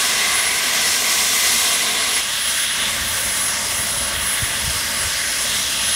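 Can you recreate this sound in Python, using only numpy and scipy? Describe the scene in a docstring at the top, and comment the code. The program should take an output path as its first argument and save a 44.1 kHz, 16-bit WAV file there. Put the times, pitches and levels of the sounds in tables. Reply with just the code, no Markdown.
"""A steam locomotive rumbles through a cutting, blowing steam from its cylinder drain cocks and its
safety valve; a narrow leak keeps up a very high, unsteady whistle throughout.
At 2.2 s the cocks shut and the hiss abruptly thins, leaving the valve blowing.
From 2.7 s a breeze gets up; between 3.8 and 5.1 s its eddies bump the microphone with low thuds."""
import sys
import numpy as np
from scipy import signal
from scipy.fft import rfft, irfft, next_fast_len
from scipy.io import wavfile

SR = 44100
rng = np.random.default_rng(int(sys.argv[2]) if len(sys.argv) > 2 else 0)


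def waveform_to_disk(signal):
    """Save audio, clipped to [-1, 1], as 16-bit WAV at the path in sys.argv[1]."""
    frames = np.transpose(np.atleast_2d(signal))
    scaled = np.clip(frames, -1, 1) * 32767
    samples = np.round(scaled).astype(np.int16)
    wavfile.write(sys.argv[1], SR, samples)


N = 262395
TIME_S = np.arange(N) / SR
FREQ_HZ = np.maximum(np.fft.rfftfreq(N, 1 / SR), 1)


def from_db(db):
    """Decibels to gain."""
    return 10 ** (np.asarray(db) / 20)


def unit_rms(x):
    """Scale to rms 1."""
    return x / np.sqrt(np.mean(x ** 2) + 1e-20)


def curve(rows):
    """Interpolate (seconds, value) rows at every sample."""
    return np.interp(TIME_S, *np.transpose(rows))


def spectrum_db(rows):
    """Interpolate (Hz, dB) rows on a log-frequency axis."""
    hz, db = np.transpose(rows)
    return np.interp(np.log(FREQ_HZ), np.log(hz), db)


def ramp(start_s, length_s):
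    """Linear rise from 0 to 1."""
    return np.clip((TIME_S - start_s) / length_s, 0, 1)


def swell(peak_s, peak_db, sigma_s):
    """Gain of one Gaussian rise and fall."""
    return from_db(peak_db) * np.exp(-((TIME_S - peak_s) / sigma_s) ** 2 / 2)


def filtered(x, gain):
    """Apply a gain per frequency."""
    size = next_fast_len(N, real=True)
    bin_gain = np.interp(np.fft.rfftfreq(size, 1 / SR), FREQ_HZ, gain)
    return irfft(rfft(x, size) * bin_gain, size)[:N]


def noise(gain):
    """Coloured noise, rms 1."""
    return unit_rms(filtered(rng.standard_normal(N), gain))


def drift(corner_hz):
    """Slow random wander, rms 1."""
    hop, settle = 40, 2000
    pole = np.exp(-2 * np.pi * corner_hz * hop / SR)
    white = rng.standard_normal(N // hop + settle + 2)
    slow = signal.lfilter([1], [1, -2 * pole, pole * pole], white)[settle:]
    return np.interp(np.arange(N) / hop, np.arange(len(slow)), unit_rms(slow))


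def rumble(lumpy_db):
    """Low, lumpy noise of the rolling train, the breeze and its gusts; their powers add."""
    # Rumble spectrum. Each row: frequency in Hz, relative level in dB.
    colour = [(20, -42), (30, -10), (42, 1.5), (78, 3), (115, -1.5), (170, -11.5), (300, -26), (800, -58)]
    # Each row: peak time in seconds, peak level in dB, sigma in seconds.
    gusts = [(3.02, -38.5, 0.099), (4.12, -37.5, 0.24), (4.674, -33.5, 0.093), (5.046, -36, 0.061)]
    train_db, breeze_db = -47.8, -43.5
    power = from_db(train_db) ** 2 + from_db(breeze_db) ** 2 * ramp(start_s=2.7, length_s=0.12)
    power += sum(swell(*gust) ** 2 for gust in gusts)
    return np.sqrt(power) * from_db(lumpy_db * drift(7.2)) * noise(from_db(spectrum_db(colour)))


def buffets():
    """Each eddy briefly pushes and pulls the microphone diaphragm."""
    # Each row: time in seconds, peak level in dB, pitch in Hz, half length in seconds.
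    eddies = [(3.798, -23, 70, 0.0057), (4.185, -31, 72, 0.023), (4.423, -18, 125, 0.0022),
              (4.432, -15.5, 85, 0.0066), (4.644, -21, 66, 0.0087), (4.679, -16, 109, 0.0047),
              (4.701, -27, 70, 0.014), (4.765, -26, 75, 0.0067), (5.014, -32, 80, .016),
              (5.071, -27, 87.4, 0.011)]
    out = np.zeros(N)
    for peak_s, peak_db, hz, half_s in eddies:
        offset_s = TIME_S - peak_s
        envelope = from_db(peak_db) * np.exp(-(offset_s / half_s) ** 2)
        out += envelope * np.cos(2 * np.pi * (hz * offset_s + rng.random()))
    return out


def flares():
    """The jet sings up breathily for a moment as turbulence rings in one resonance."""
    # Each row: peak time in seconds, peak level in dB, sigma in seconds, centre in Hz, width in Hz.
    resonances = [(.3, -30, .15, 2050, 120), (1.48, -28.5, 0.12, 2046, 120),
                  (2.85, -26.5, 0.047, 3440, 800), (3.663, -32.5, .06, 5170, 900),
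                  (4.8, -30.5, 0.041, 5000, 900)]
    out = np.zeros(N)
    for peak_s, peak_db, sigma_s, centre_hz, width_hz in resonances:
        resonance = 1 / (1 + (2 * (FREQ_HZ - centre_hz) / width_hz) ** 2)
        out += swell(peak_s, peak_db, sigma_s) * noise(resonance)
    return out


def whistle(flutter_db, wobble_hz, skirt_db, skirt_hz):
    """Edge tone from a narrow leak, with a noisy skirt scattered by the turbulent plume."""
    # Each row: time in seconds, tone level in dB.
    levels = [(0.0, -29.5), (0.25, -35), (0.36, -22.5), (0.77, -34), (0.93, -27.0), (1.0, -39),
              (1.2, -28.6), (1.35, -34), (1.53, -26.5), (2.09, -29), (2.17, -25.3), (2.3, -34),
              (2.42, -27.5), (2.61, -25), (2.92, -35), (3.47, -23.7), (3.56, -33), (4.08, -24.2),
              (4.16, -35), (4.29, -24), (4.86, -37), (5.0, -25.5), (5.13, -40), (5.2, -29.0), (5.7, -32),
              (5.94, -23.5)]
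    # Each row: time in seconds, pitch in Hz.
    pitches = [(0, 10700), (.7, 10702), (1.4, 10692), (4.7, 10686), (5.95, 10691)]
    phase = 2 * np.pi * np.cumsum(curve(pitches) + wobble_hz * drift(23)) / SR
    tone = np.sqrt(2) * np.sin(phase) * from_db(curve(levels) + flutter_db * drift(22))
    skirt = drift(skirt_hz) * np.sin(phase) + drift(skirt_hz) * np.cos(phase)
    return tone + from_db(skirt_db) * skirt


def bank_comb(echo_db):
    """Gain per frequency: echoes off the cutting's banks ripple the hiss; grass absorbs their top."""
    # Echo delays in seconds.
    delays_s = [.0071, 0.014, .0197]
    grass_cut_hz = 10000
    echoes = sum(np.exp(-2j * np.pi * FREQ_HZ * delay_s) for delay_s in delays_s)
    return abs(1 + from_db(echo_db) * echoes / np.hypot(1, FREQ_HZ / grass_cut_hz))


def jet_spectrum(colour, humps, low_cut_hz, echo_db):
    """Gain per frequency: broad jet colour, humps from pipe resonances and ground reflections, echoes."""
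    humps_db = sum(db / (1 + (2 * (FREQ_HZ - hz) / width_hz) ** 4) for hz, width_hz, db in humps)
    low_cut = 1 / np.sqrt(1 + (low_cut_hz / FREQ_HZ) ** 6)
    return from_db(spectrum_db(colour) + humps_db) * low_cut * bank_comb(echo_db)


def jet(flow_db, spectrum, shimmer_db, surge_db, bands=16):
    """Turbulent steam noise; moving air on the way makes each band swell and fade a little."""
    # Roar, rush, hiss, sizzle. Each row: low edge in Hz, high edge in Hz.
    registers = [(300, 1300), (1450, 4200), (4500, 10000), (11200, 15500)]
    # Lean of the rush. Each row: time in seconds, tilt in dB (+ throaty, - harsh).
    throatiness = [(0, 0), (.4, 0.9), (1.0, -0.55), (2.7, -1.2), (3.05, 0.7), (4.0, -0.5), (5.25, 1.1),
                   (5.65, -2.5)]
    steam = noise(spectrum)
    power = spectrum ** 2 / np.sum(spectrum ** 2)
    shares = np.array([power[(FREQ_HZ > low) & (FREQ_HZ < high)].sum() for low, high in registers])
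    lift_db = np.array(flow_db) - 10 * np.log10(shares)[:, None]  # brings each register to flow_db
    common_db, throat_db = surge_db * drift(14), curve(throatiness)
    centres_hz = np.geomspace(250, 14000, bands)
    out = np.zeros(N)
    for hz, selector in zip(centres_hz, np.eye(bands)):
        register = np.interp(hz, [1150, 1550, 3700, 4800, 7000, 12000], [0, 1, 1, 2, 2, 3])
        weights = np.maximum(1 - abs(np.arange(len(registers)) - register), 0)
        tilt = np.interp(hz, [1200, 1600, 2150, 2800, 3700, 4800], [0, 1, 1, -1, -1, 0])
        gain_db = weights @ lift_db + tilt * throat_db + common_db + shimmer_db * drift(4)
        band = filtered(steam, np.interp(FREQ_HZ, centres_hz, selector))
        out += band * from_db(gain_db)
    return out


def cocks_and_valve():
    """Drain cocks and safety valve blow together: full hiss over a steady low roar."""
    # Jet spectrum. 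Each row: frequency in Hz, relative level in dB.
    colour = [(100.0, -19), (300.0, -13), (800.0, -20), (1500.0, -4), (3200.0, -1.5), (4600.0, -1),
              (6000.0, -0.5), (7700.0, -3), (9300.0, -4), (10400.0, -9.5), (12600.0, -10.5), (15700.0, -19)]
    # Pipe and ground humps. Each row: centre in Hz, width in Hz, gain in dB.
    humps = [(223, 70, 8), (307, 50, 2), (456, 144, 7), (707, 247, 13.5), (1055, 310, 10.5), (1425, 80, -5),
             (1583, 210, 4.5), (2000, 200, 8), (2125, 72, 5.5), (2267, 23, 8.5), (2450, 51, 5),
             (2790, 220, 2.5), (3196, 89, 6.5), (3480, 160, 4.5), (3820, 130, 3.5), (4190, 190, 2),
             (4880, 200, -3), (5300, 120, 4.5), (5750, 140, 3)]
    # Jet body, hiss above it, wind-borne sizzle on top. Each row: time in seconds, level in dB.
    rush = [(0.0, -20.5), (0.38, -21), (0.45, -22), (1.33, -22.5), (1.5, -22), (1.92, -23), (2.19, -21.5)]
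    hiss = [(0.0, -21.5), (0.53, -25.0), (0.85, -21.5), (1.52, -21), (1.9, -25), (2.19, -25)]
    sizzle = [(0.0, -32), (0.13, -36), (0.4, -34), (0.62, -34), (1.48, -28.2), (2.03, -36), (2.19, -33)]
    roar_db = np.full(N, -30.5)
    flow_db = [roar_db, curve(rush), curve(hiss), curve(sizzle)]
    spectrum = jet_spectrum(colour, humps, low_cut_hz=113, echo_db=-21.5)
    return jet(flow_db, spectrum, shimmer_db=0.7, surge_db=0.34)


def valve_alone():
    """The safety valve's thinner jet; the low roar lulls, partly returns and slowly fades."""
    # Jet spectrum. Each row: frequency in Hz, relative level in dB.
    colour = [(100.0, -4.5), (300.0, -10.5), (800.0, -13), (1500.0, -1), (3200.0, 0.5), (4600.0, 1.3),
              (6000.0, 1.5), (7700.0, -2.5), (9300.0, -2.1), (10400.0, -8), (12600.0, -10.5),
              (15700.0, -16.5)]
    # Pipe and ground humps. Each row: centre in Hz, width in Hz, gain in dB.
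    humps = [(222, 82, 5), (639, 272, 8), (756, 58, -4.5), (907, 114, 7), (1138, 140, 6.5), (1323, 46, 2),
             (1590, 190, 4.5), (1990, 520, 5.5), (2350, 220, -2.5), (2845, 300, 3), (3293, 380, 4.5),
             (3700, 450, 0.7), (4530, 220, -5), (5400, 130, 1)]
    # Jet body, hiss above it, wind-borne sizzle on top. Each row: time in seconds, level in dB.
    rush = [(2.23, -26), (2.85, -23.5), (3.64, -27.5), (4.25, -25.5), (5.03, -26.2), (5.25, -25),
            (5.42, -26.5), (5.54, -22.5), (5.64, -25.5), (5.94, -23)]
    hiss = [(2.23, -28.7), (2.58, -27.5), (2.71, -28), (3.43, -26.5), (4.17, -29.5), (4.29, -28),
            (4.62, -28), (4.71, -27), (5.94, -24.3)]
    sizzle = [(2.23, -37), (2.6, -32), (2.71, -39), (3.21, -31.5), (3.45, -32), (3.54, -39), (3.8, -32.5),
              (4.08, -36.5), (4.36, -33.5), (5.38, -36.5), (5.94, -35)]
    lull_db, return_db, fade_db_per_s = -36.5, -32.5, 0.69
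    return_s, rise_s = 2.75, 0.09
    fading_db = return_db - fade_db_per_s * (TIME_S - return_s)
    roar_db = lull_db + (fading_db - lull_db) * ramp(return_s - rise_s / 2, rise_s)
    flow_db = [roar_db, curve(rush), curve(hiss), curve(sizzle)]
    spectrum = jet_spectrum(colour, humps, low_cut_hz=153, echo_db=-22)
    return jet(flow_db, spectrum, shimmer_db=1.2, surge_db=0.4)


def venting(shut_s, closing_s):
    """The drain cocks close and leave the safety valve blowing; equal-power crossfade."""
    shut = ramp(shut_s - closing_s / 2, closing_s)
    return np.sqrt(1 - shut) * cocks_and_valve() + np.sqrt(shut) * valve_alone()


def scene():
    """Train straight ahead, both channels alike."""
    leak = whistle(flutter_db=1.3, wobble_hz=3.06, skirt_db=-37.5, skirt_hz=38)
    steam = venting(shut_s=2.208, closing_s=0.016)
    mix = rumble(lumpy_db=0.9) + buffets() + flares() + leak + steam
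    return np.array([mix, mix])


def record(dry):
    """Drop the deepest bass and cut the top steeply."""
    low_cut_hz, high_cut_hz, edge_hz = 28, 15750, 150
    thinned = signal.sosfilt(signal.butter(2, low_cut_hz, "high", fs=SR, output="sos"), dry)
    high_cut = np.clip((high_cut_hz - FREQ_HZ) / edge_hz + 0.5, 0, 1)
    return np.array([filtered(channel, high_cut) for channel in thinned])


dry = scene()
out = record(dry)
waveform_to_disk(out)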